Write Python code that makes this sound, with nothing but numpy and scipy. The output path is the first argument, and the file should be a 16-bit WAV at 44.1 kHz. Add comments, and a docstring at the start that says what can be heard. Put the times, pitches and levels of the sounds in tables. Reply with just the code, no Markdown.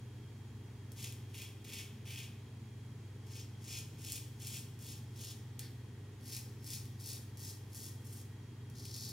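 """A safety razor shaves a lathered neck in short strokes, in a small tiled bathroom.
Each stroke is a shower of tiny snaps, stubble being cut, over smooth friction; both ring in blade and head.
Sharp ticks of razor and thick hairs are single blows through the same body; at times the blade sings.
Tile echoes surround the razor; a ventilation fan (filtered noise and tones) and mains hum drone underneath."""
import sys
import numpy as np
from scipy import signal
from scipy.fft import rfft, irfft
from scipy.io import wavfile

SR = 44100
rng = np.random.default_rng(int(sys.argv[2]) if len(sys.argv) > 2 else 0)


def transcribe(u):
    """Save the signal u as a 16-bit wav file named by the first command-line argument.

    u: samples, shape (n,) or (channels, n), limited to [-1, 1]; the rate is SR.
    q: integer samples, one column per channel.
    """
    v = np.clip(np.atleast_2d(u).T, -1, 1)
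    q = np.round(v * 32767).astype(np.int16)
    wavfile.write(sys.argv[1], SR, q)


N = 402191  # length [samples]

# the three registers of the razor, spectra before its resonances: (frequency [Hz], relative level [dB])
RING_REGISTER = [(600, -20), (1400, -21), (2000, -9), (2450, 0.5), (2950, 1), (3500, -0.5), (4200, -7),
                 (6000, -44.5)]
SCRAPE_REGISTER = [(1500, -45), (2900, -16), (3500, -16), (4100, -3), (5200, 3), (6700, 0), (8000, -9),
                   (12000, -50.5)]
CRISP_REGISTER = [(4000, -39), (6300, -18.5), (7600, -3), (10500, 3.5), (13000, 3.5), (16000, -2)]


def amp(db):
    """Decibels to gain."""
    return 10 ** (np.asarray(db) / 20)


def unit(x):
    """Scales to rms 1."""
    return x / np.sqrt(np.mean(x ** 2) + 1e-20)


def read(points, hz):
    """Reads a spectrum on a log-frequency axis, held level beyond its ends."""
    f, value = np.transpose(points)
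    return np.interp(np.log(hz + 1), np.log(f + 1), value)


def drift(rate_hz):
    """Slow random motion of rms 1: noise under a Gaussian low-pass."""
    hz = np.fft.rfftfreq(N, 1 / SR)
    lowpass = np.exp(-.5 * (hz / rate_hz) ** 2)
    return unit(irfft(rfft(rng.standard_normal(N)) * lowpass, N))


def tone(hz, wander_hz, unsteady):
    """A tone of rms 1, part steady and part wandering in strength and phase."""
    share = np.clip(unsteady, 0, 1)
    phase = 2 * np.pi * (hz * np.arange(N) / SR + rng.random())
    steady = np.sqrt(2 * (1 - share ** 2)) * np.cos(phase)
    wander = drift(wander_hz) * np.cos(phase) + drift(wander_hz) * np.sin(phase)
    return steady + share * wander


def fan_air(level_db=-56):
    """Rushing air: shaped noise, alike on both sides in the lows and ever less so towards the treble."""
    # spectrum of the air: (frequency [Hz], relative level [dB per Hz])
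    air_spectrum = [(20, -17.5), (55, -7.5), (75, 1), (140, 3.5), (185, -3.5), (225, 2), (280, -5),
                    (430, -7), (570, -18.5), (720, -18.5), (850, -15), (1300, -21.5), (1800, -20),
                    (3800, -24.8), (6500, -28.5), (9000, -31), (16000, -37)]
    # left-right likeness of the air: (frequency [Hz], likeness [0-1])
    air_likeness = [(100, 1), (250, 0.94), (500, 0.79), (1000, 0.65), (2000, 0.62), (4000, 0.17),
                    (12000, 0.076)]
    hz = np.fft.rfftfreq(N, 1 / SR)
    left, other = rfft(rng.standard_normal((2, N))) * amp(read(air_spectrum, hz))
    same = np.clip(read(air_likeness, hz), 0, 1)
    right = same * left + np.sqrt(1 - same ** 2) * other
    return amp(level_db) * unit(irfft(np.array([left, right]), N))


def fan(waver_hz=1.5, late_hz=1900, late_wander_hz=12, late_unsteady=0.49):
    """Rushing air, two strong low hums with weaker partners, and thin whines."""
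    # mains hum and fan tones: (frequency [Hz], level [dB rms], unsteadiness [0-1])
    hum_tones = [(100, -52.5, 0.15), (120.8, -52, 0.25), (70.9, -71.5, 0.3), (95.9, -70, 0.7),
                 (151.8, -65, 0.85), (215.5, -72, 0.65), (244.4, -70.5, 0.92), (306, -72, 0.24),
                 (407.2, -72, 0.31)]
    # thin whines of the fan: (frequency [Hz], width [Hz], level [dB rms], unsteadiness [0-1])
    whine_tones = [(3252, 51, -77, 0.5), (5760, 54, -90, 1), (6630, 22, -87, 1), (6900, 160, -87, 0.9),
                   (10600, 130, -93, 1)]
    # a whine that swells later on: (time [s], level [dB rms])
    late_swell = [(0, -91), (5.2, -84), (5.8, -78), (8.4, -77.5), (9.1, -78.5)]
    air = fan_air()
    hum = sum(amp(db) * tone(f, waver_hz, unsteady) for f, db, unsteady in hum_tones)
    whine = sum(amp(db) * tone(f, width / 2, unsteady) for f, width, db, unsteady in whine_tones)
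    swell = amp(np.interp(np.arange(N) / SR, *np.transpose(late_swell)))
    return air + hum + whine + swell * tone(late_hz, late_wander_hz, late_unsteady)


def reflections(first_s=.003, early_db=3, early_s=0.026, echoes_per_s=8000):
    """Dense echoes from the tiles, different at each microphone, with a decay time that varies with pitch."""
    # tiled room: (frequency [Hz], time to fall 60 dB [s])
    room_decay = [(500, 1), (2500, 0.83), (5000, 0.67), (9000, 0.5), (16000, 0.7)]
    t = np.arange(SR // 2) / SR
    taps = rng.standard_normal((2, len(t))) * (rng.random((2, len(t))) < echoes_per_s / SR)
    taps *= t > first_s
    taps *= 1 + amp(early_db) * np.exp(-t / early_s)  # the near walls answer strongest
    hz, when, z = signal.stft(taps, SR, nperseg=256)
    decay = amp(-60 * when / read(room_decay, hz)[:, None])
    tail = signal.istft(z * decay, SR)[1]
    return tail / np.linalg.norm(tail, axis=1, keepdims=True)


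def bathroom(x, wet_db=-1, move_hz=2.3, count=3):
    """Direct sound plus echoes whose pattern shifts as hand and head move."""
    turn = np.pi * move_hz * np.arange(N) / SR  # half a turn per move
    wet = 0
    for k in range(count):
        # the echo patterns take turns, at constant total power
        share = np.sqrt(2 / count) * np.cos(turn + np.pi * k / count)
        wet = wet + signal.oaconvolve((share * x)[None], reflections(), axes=1)[:, :N]
    return x + amp(wet_db) * wet


def placed(pair):
    """Long waves reach both ports nearly alike; short ones bend round the case, differing in level and phase."""
    # two close microphone ports:
    # (frequency [Hz], left minus right [dB], phase by which left leads [rad], width of the room [dB])
    port_response = np.array([(2400, -1, 0.38, -18), (3350, 1.5, 0.58, -8.5), (4500, 0.5, 0, -6.5),
                              (5430, 2.5, 1, -9), (6650, 5, -1.5, -4.5), (7700, -0.5, -1.5, 5.5),
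                              (8340, 6, -0.7, 8.5), (8600, 5.5, 2.4, 3), (9400, -0.5, -2.3, 6),
                              (10800, 2.5, 0.6, 2), (12000, -0.5, 1.2, -3), (13200, 0.5, 1.4, -0.5),
                              (16000, 5, 0.8, 3)])
    hz = np.fft.rfftfreq(N, 1 / SR)
    lean, lead, width = (read(np.c_[port_response[:, 0], column], hz) for column in port_response.T[1:])
    left, right = rfft(pair)
    mid = (left + right) / 2
    side = amp(width) * (left - right) / 2
    turn = amp(lean / 2) * np.exp(1j * lead / 2)
    return irfft(np.array([(mid + side) * turn, (mid - side) / turn]), N)


def razor_body(x, register, taut=1, grip=1, size=2048):
    """Rings x through one register of the razor: a causal minimum-phase filter of energy 1."""
    # resonances of blade and head at grip 1: (frequency [Hz], width [Hz], lift [dB])
    resonances = [(2495, 140, 4), (2760, 130, 1), (3380, 430, 6), (4400, 440, 4), (4800, 120, -0.5),
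                  (5400, 580, 5), (6720, 640, 6.5), (7650, 380, 3.5), (8850, 500, 5.5), (10400, 1100, 2.5),
                  (12800, 290, 1.5)]
    hz = abs(np.fft.fftfreq(size, 1 / SR))
    db = read(register, hz / taut)
    db = db + sum(lift / (1 + (2 * (hz - f * grip) / width) ** 2) for f, width, lift in resonances)
    spectrum = np.exp(np.conj(signal.hilbert(np.log(amp(db)))))  # phase follows from the level
    ring = np.fft.ifft(spectrum).real[:size // 2]
    return signal.oaconvolve(x, ring / np.linalg.norm(ring))[:len(x)]


def singing(wander_hz=25, unsteady=0.83):
    """Stick and slip keep one mode of the blade ringing for a moment."""
    # swells of the singing blade, dry:
    # (time [s], half length [s], frequency [Hz], level before the swell shape [dB rms])
    sung_notes = [(1.416, .04, 2474, -67), (1.775, .05, 2580, -65), (2.164, 0.046, 2510, -65),
                  (3.73, 0.037, 2513, -59), (4.565, .03, 5280, -69), (6.3, 0.063, 5430, -66),
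                  (6.678, 0.054, 5340, -62)]
    t, out = np.arange(N) / SR, 0
    for s, half, hz, db in sung_notes:
        swell = np.exp(-((t - s) / half) ** 2)
        out = out + amp(db) * swell * tone(hz, wander_hz, unsteady)
    return out


def ticks(level_db=5.5, scrape_db=-4, chatter=0.19, chatter_s=0.0016, size=400):
    """A sharp blow with a millisecond or two of blade chatter, rung through all three registers."""
    # sharp ticks of the razor and of thick hairs:
    # (time [s], blow level before level_db [dB], low ring re blow [dB])
    tick_list = [(0.9192, -38, -18), (1.0282, -33, -8), (1.124, -36, -5), (1.345, -46.5, 9.5),
                 (1.4202, -32.5, -3), (1.6444, -43, -6), (3.3633, -41, 2), (3.7873, -30.5, -8),
                 (4.1211, -22, -19), (4.4705, -27.5, -17), (4.791, -44, -11), (5.5933, -27, -7.5),
                 (6.3659, -28, -11), (6.6443, -38.5, -19), (6.7043, -29, -18), (6.8553, -42, -6),
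                 (7.06, -34, -16), (7.3726, -39, -16), (8.6997, -44, -12), (8.8538, -33, -6),
                 (8.965, -32, -10), (9.0093, -33, -16.5), (9.0918, -30.5, -20)]
    blows, low = np.zeros((2, N + size))
    for (s, db, ring), noise in zip(tick_list, rng.standard_normal((len(tick_list), size))):
        blow = chatter * noise * np.exp(-np.arange(size) / SR / chatter_s)
        blow[0] = 1
        blow = irfft(np.exp(1j * np.angle(rfft(blow))), size)  # equally strong at every pitch
        at = round(s * SR)
        blows[at:at + size] += amp(db + level_db) * blow
        low[at:at + size] += amp(db + level_db + ring) * blow
    crisp = razor_body(blows, CRISP_REGISTER)
    scrape = amp(scrape_db) * razor_body(blows, SCRAPE_REGISTER)
    return (crisp + scrape + razor_body(low, RING_REGISTER))[:N]


def stubble(hairs_per_s=1100, spread_db=4.5, largest=2.9, clump_db=2.5, clump_hz=70, glide=0.53):
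    """Hairs of uneven size snap in clumps over the smooth friction of the blade on lather."""
    size = amp(spread_db * np.minimum(rng.exponential(1, N), largest))
    snaps = size * rng.choice([-1, 1], N) * (rng.random(N) < hairs_per_s / SR)
    friction = glide * rng.standard_normal(N)
    return unit((unit(snaps) + friction) * amp(clump_db * drift(clump_hz)))


def pressure(t, press_s, drag_s, creep_db, bite_db, creep_s=0.041, curve=1.38, release_db_per_s=279):
    """Gain of one stroke: the blade creeps through lather, bites, presses in, drags and eases off."""
    # curve above 1: the pressure builds fast at first and then levels off
    rise_db = bite_db * np.clip(1 - t / press_s, 0, 1) ** curve
    leaving_s = np.maximum(t - press_s - drag_s, 0)
    creep = np.where(t < 0, amp(creep_db) * np.exp(np.minimum(t, 0) / creep_s), 1)
    return creep * amp(rise_db - release_db_per_s * leaving_s)


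def strokes(scrape_db=-1.27, ring_db=-0.85, crisp_db=-0.66, ring_rub=0.72, scrape_rub=0.86,
            grip_spread=0.0061, patchy_db=1.12, patchy_hz=14, approach_s=.06, release_s=0.15,
            ring_lag_db=1, crisp_fade_db=2.5):
    """Each stroke drives the razor; blade angle and skin tension shift weight between its registers."""
    # razor strokes; the last three columns are trimmed by scrape_db, ring_db and crisp_db:
    # (start [s], press-in [s], full drag [s], creep through the lather re first bite [dB],
    #  first bite re full drag [dB], stroke level [dB], blade ring re stroke [dB], crisp top re stroke [dB])
    stroke_list = [ (0.96, 0.047, 0.06, -12, -11, -53.5, -2, -1), (1.338, .042, 0.058, -6, -8.5, -56, 2, 0),
                   (1.645, 0.13, 0.028, -16, -12.5, -52, 0.9, -1),
                   (2.054, 0.066, .11, -25, -8, -56.7, 2.5, -2),
                   (3.263, 0.11, 0.027, -10, -13.5, -55, -6, -5.5),
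                   (3.635, 0.074, 0.071, 1, -15, -50.5, -4, -4),
                   (3.998, 0.096, 0.071, -1.5, -14, -51, -4, -1.5),
                   (4.395, 0.069, 0.11, -10, -13, -52.6, -3, 0), (4.79, .1, 0.041, -22, -16, -53, -4.5, 0),
                   (5.157, .095, .05, -4, -9, -54.5, -3.5, -2), (5.594, .015, .03, -30, 0, -56.5, -5.5, -9),
                   (6.254, 0.068, 0.043, -1.5, -13, -49, -10, -0.5),
                   (6.645, 0.077, 0.028, -3, -17, -48.1, -10, 0),
                   (6.993, 0.094, 0.054, -10, -12.5, -50, -11, 1),
                   (7.372, 0.079, 0.045, -25, -11, -52, -12, 0),
                   (7.721, 0.075, 0.1, -7, -8, -57.5, -9.5, 1),
                   (8.063, 0.058, 0.08, -3, -3.5, -62.5, -7, 2.5),
                   (8.75, 0.3, .12, -12, -10.5, -51, -13, -5.5)]
    # skin tension retunes the razor, tauter is higher:
    # (time [s], factor on the pitch of the ring [ratio], factor on the pitch of the scrape [ratio])
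    skin_tension = [(1, 0.94, 0.99), (2.2, 0.9, 0.97), (3.7, 0.96, 1), (4.5, 1.01, 1.045),
                    (5.3, 1.15, 0.97), (5.6, 0.69, 0.82), (6.3, 0.86, 0.93), (7.1, 0.99, 0.93),
                    (8.1, 1.18, 1.005), (8.9, 1.58, 0.9)]
    t, out, cuts = np.arange(N) / SR, np.zeros(N), stubble()
    when, *factors = np.transpose(skin_tension)
    beard = amp(patchy_db * drift(patchy_hz))  # the stubble grows in patches
    # the lower registers carry more of the smooth rubbing
    drives = [unit(beard * (cuts + rub * rng.standard_normal(N))) for rub in (ring_rub, scrape_rub, 0)]
    registers = RING_REGISTER, SCRAPE_REGISTER, CRISP_REGISTER
    grips = 1 + grip_spread * rng.standard_normal(len(stroke_list))  # each stroke detunes the resonances
    for (start, press_s, drag_s, creep, bite, level, ring, crisp), grip in zip(stroke_list, grips):
        length = press_s + drag_s
        on = (t >= start - approach_s) & (t < start + length + release_s)
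        contact = pressure(t[on] - start, press_s, drag_s, creep, bite)
        late = np.clip((t[on] - start) / length, 0, 2) - .5  # 0 halfway through the stroke
        tunings = [np.interp(start + press_s, when, factor) for factor in factors] + [1]
        ring_weight = ring + ring_db + ring_lag_db * late  # the blade rings more freely towards the end
        crisp_weight = crisp + crisp_db - crisp_fade_db * late  # the crisp top is strongest early on
        weights = ring_weight, scrape_db, crisp_weight
        for db, drive, register, taut in zip(weights, drives, registers, tunings):
            push = contact * amp(level + db) * drive[on]
            out[on] += razor_body(push, register, taut, grip)
    return out


def scene():
    """The razor in the room, over the fan."""
    razor = strokes() + singing() + ticks()
    return placed(bathroom(razor)) + fan()


def record(dry, edge_hz=15850):
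    """The recorder's band limit: a steep low-pass."""
    lowpass = signal.firwin(511, edge_hz, window=("kaiser", 9), fs=SR)
    return signal.oaconvolve(dry, lowpass[None], "same")


dry = scene()
out = record(dry)
transcribe(out)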